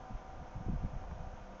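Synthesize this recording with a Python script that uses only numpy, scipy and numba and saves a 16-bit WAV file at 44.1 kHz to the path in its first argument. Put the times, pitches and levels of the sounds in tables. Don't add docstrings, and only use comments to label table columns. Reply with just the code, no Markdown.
import sys
import numpy as np
from scipy import signal
from scipy.fft import rfft, irfft
from scipy.io import wavfile
from scipy.ndimage import uniform_filter1d
from numba import njit

SR = 44100
rng = np.random.default_rng(int(sys.argv[2]) if len(sys.argv) > 2 else 0)


def master_out(mix):
    frames = np.transpose(np.atleast_2d(mix))
    ceiling = np.clip(frames, -1, 1)
    pcm = np.round(ceiling * 32767).astype(np.int16)
    wavfile.write(sys.argv[1], SR, pcm)


N = 70560


def undb(db):
    return 10 ** (np.asarray(db) / 20)


def unit(x):
    return x / np.sqrt(np.mean(x ** 2))


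def walk(rate):
    hz = np.fft.rfftfreq(2 * N, 1 / SR)
    slow_spectrum = rfft(rng.standard_normal(2 * N)) * np.exp(-(hz / rate) ** 2)
    return unit(irfft(slow_spectrum))[:N]


def coloured(points):
    point_hz, point_db = np.array(points).T
    hz = np.fft.rfftfreq(N, 1 / SR)
    gain = undb(np.interp(np.log(hz + 1), np.log(point_hz), point_db))
    return unit(irfft(rfft(rng.standard_normal(N)) * gain, N))


def butter(x, hz, kind, order=2):
    return signal.sosfilt(signal.butter(order, hz, kind, fs=SR, output="sos"), x)


@njit
def lowpass(x, hz, damping):
    out, band_state, low_state = np.empty(len(x)), 0., 0.
    for i in range(len(x)):
        step = np.tan(np.pi * hz[i] / SR)
        band = (band_state + step * (x[i] - low_state)) / (1 + step * (step + damping))
        out[i] = low_state + step * band
        band_state, low_state = 2 * band - band_state, 2 * out[i] - low_state
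    return out


def steady(x, span_s):
    size = max(int(span_s * SR), 2)
    local_power = uniform_filter1d(uniform_filter1d(x ** 2, size), size)
    return x / np.sqrt(local_power + 1e-18)


def wind():
    # time in seconds, relative level in dB.
    gusts = [(0, -57), (.09, -62.5), (0.136, -51), (.19, -61.5), (.28, -56), (0.381, -52), (0.529, -60),
             (0.599, -53), (0.644, -54.5), (.71, -43.5), (.8, -48.5), (0.872, -49), (0.918, -54.5),
             (1.03, -50.5), (1.169, -52), (1.281, -54.5), (1.381, -58), (1.6, -58.5)]
    gust_db = np.interp(np.arange(N) / SR, *np.array(gusts).T)
    lowest_hz, flutter_hz, sway_hz = 13.8, 222, 41.6
    cutoff_hz = np.clip(69 * 2 ** ((gust_db + 47.5) / 18), 10, 2000)
    eddies = lowpass(rng.standard_normal(N), cutoff_hz, damping=1.1)
    eddies = lowpass(eddies, cutoff_hz * 1.93, damping=0.83)
    rumble = steady(butter(eddies, lowest_hz, "high"), span_s=0.013)
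    fine_eddies = butter(rng.standard_normal(N), flutter_hz, "low")
    flutter = unit(butter(fine_eddies, lowest_hz, "high"))
    slow_pressure = butter(rng.standard_normal(N), sway_hz, "low", order=4)
    sway = steady(butter(slow_pressure, lowest_hz, "high"), span_s=0.014)
    return undb(gust_db + 2) * (rumble + undb(-12.5) * flutter + undb(1) * sway)


def hum():
    # pitch in Hz, relative level in dB, pitch wander in Hz,
    # swell in dB per second (below zero, the tone fades).
    engine_tones = [(154.4, -68, 14, -2.5), (198.1, -63, 2.5, 7.5), (253, -70.5, 3.4, -5.5),
                    (499.3, -65.5, 2.6, 0), (521.7, -65.5, 7, 5.5), (622.4, -66.5, 4.3, -1),
                    (644, -73.5, 6, 0.5), (686.6, -67, 7, 2.5), (711, -63, 8.2, 1),
                    (1012.7, -70.5, 4.5, -9), (1195, -67.5, 14, -1.5), (1393, -78.5, 6.3, -6.5),
                    (1552, -78, 7.1, 0), (2226, -80.5, 14, -1.5), (2473, -82, 10, 1.5)]
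    t, out = np.arange(N) / SR, 0
    for hz, db, wander_hz, swell in engine_tones:
        pitch_hz = hz + wander_hz * walk(rate=22)
        phase = 2 * np.pi * (np.cumsum(pitch_hz) / SR + rng.random())
        waver_db = 1.5 * walk(rate=9)
        out = out + undb(db) * unit(np.sin(phase) * undb(swell * t + waver_db))
    return undb(-1) * out


def whine():
    # time in seconds, level in dB.
    whine_levels = [(0, -61), (.044, -53), (.2, -58), (.34, -56), (.45, -61.5), (.53, -57), (.58, -64),
                    (.66, -58), (.72, -62), (1.28, -60.5), (1.42, -64.5), (1.6, -67)]
    level_db = np.interp(np.arange(N) / SR, *np.array(whine_levels).T)
    pitch_hz = 759 + 3 * walk(rate=10)
    phase = 2 * np.pi * np.cumsum(pitch_hz) / SR
    echoes = walk(rate=21.5) * np.sin(phase) + walk(rate=21.5) * np.cos(phase)
    return undb(level_db) * unit(np.sin(phase) + undb(-8) * echoes)


def traffic():
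    # frequency in Hz, relative level in dB.
    traffic_spectrum = [(25, 0), (60, -13), (110, -7), (220, -5.5), (330, -6), (440, -10), (560, -4.5),
                        (700, -3.5), (830, -6.5), (950, -3), (1080, -11), (1450, -10.5), (1800, -18),
                        (2400, -22), (3200, -24.5), (4200, -32), (7000, -53)]
    level_db = -55 + 0.22 * walk(rate=18)
    return undb(level_db) * coloured(traffic_spectrum)


def hiss():
    # frequency in Hz, relative level in dB.
    hiss_spectrum = [(1000, -5), (4000, -6.5), (5200, 3.5), (6400, 6), (6800, -0.5), (7400, -12),
                     (8000, -27.5)]
    return undb(-74.5) * coloured(hiss_spectrum)


def buffets():
    # time of the peak in seconds, thump level in dB,
    # length in seconds, swirl level in dB, brightness (the swirl's upper edge) in Hz.
    eddy_strikes = [(0.114, -51, 0.018, -43, 221), (.151, -31.5, 0.023, -49, 145),
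                    (0.416, -53, 0.034, -49.5, 191.5), (0.57, -41, .02, -35.5, 152.3),
                    (0.611, -41.5, 0.019, -40.5, 172), (0.667, -29.5, 0.015, -45, 238),
                    (0.686, -25, 0.0066, -42.5, 653), (0.698, -26, 0.024, -34, 217),
                    (0.737, -38.5, 0.016, -35.5, 217), (0.761, -27, .016, -36, 164.5),
                    (.794, -33, 0.016, -54, 138), (0.848, -30, 0.026, -34, 193.6),
                    (0.942, -39, 0.018, -41, 174), (.967, -28.5, 0.027, -47, 162),
                    (1.124, -35.5, 0.017, -43.5, 170), (1.164, -50, 0.012, -46.5, 152),
                    (1.208, -33.5, 0.015, -47.5, 140), (1.239, -44, 0.011, -46.5, 140),
                    (1.272, -35, 0.01, -47.5, 240), (1.34, -40, 0.012, -55, 160),
                    (1.42, -48, .016, -46, 104)]
    core_share, low_edge_share = 0.21, 0.35
    t, out = np.arange(N) / SR, 0
    for peak_s, thump_db, length_s, swirl_db, top_hz in eddy_strikes:
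        core = -np.exp(-((t - peak_s) / (core_share * length_s)) ** 2)
        swirl = butter(rng.standard_normal(N), top_hz, "low", order=6)
        swirl = butter(swirl, top_hz * low_edge_share, "high")
        burst = steady(swirl, span_s=0.0085) * np.exp(-2 * ((t - peak_s) / length_s) ** 2)
        out = out + undb(thump_db) * core + undb(swirl_db) * burst
    return butter(out, 10, "high", order=1)


def taps():
    # start in seconds, level in dB, centre of the knock in Hz.
    tap_events = [(1.039, -46, 840), (1.112, -46, 910)]
    tick_decay_s, knock_decay_s = 0.003, 0.0065
    top_hz, width_octaves = 2300, 0.41
    t, out = np.arange(N) / SR, 0
    for start_s, db, centre_hz in tap_events:
        age = np.maximum(t - start_s, 0)
        tick = unit(butter(rng.standard_normal(N), top_hz, "low")) * np.exp(-age / tick_decay_s)
        edges_hz = centre_hz * 2 ** (width_octaves * np.array([-.5, .5]))
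        knock_noise = steady(butter(rng.standard_normal(N), edges_hz, "band"), span_s=0.0045)
        knock = knock_noise * np.exp(-age / knock_decay_s)
        out = out + undb(db) * (t > start_s) * (knock + undb(-14) * tick)
    return butter(out, top_hz, "low")


def scene():
    return (wind() + buffets() + hum() + whine() + traffic() + taps() + hiss())[None]


def record(dry):
    top_hz = 7650
    return signal.sosfilt(signal.ellip(10, .2, 70, top_hz, fs=SR, output="sos"), dry)


dry = scene()
out = record(dry)
master_out(out)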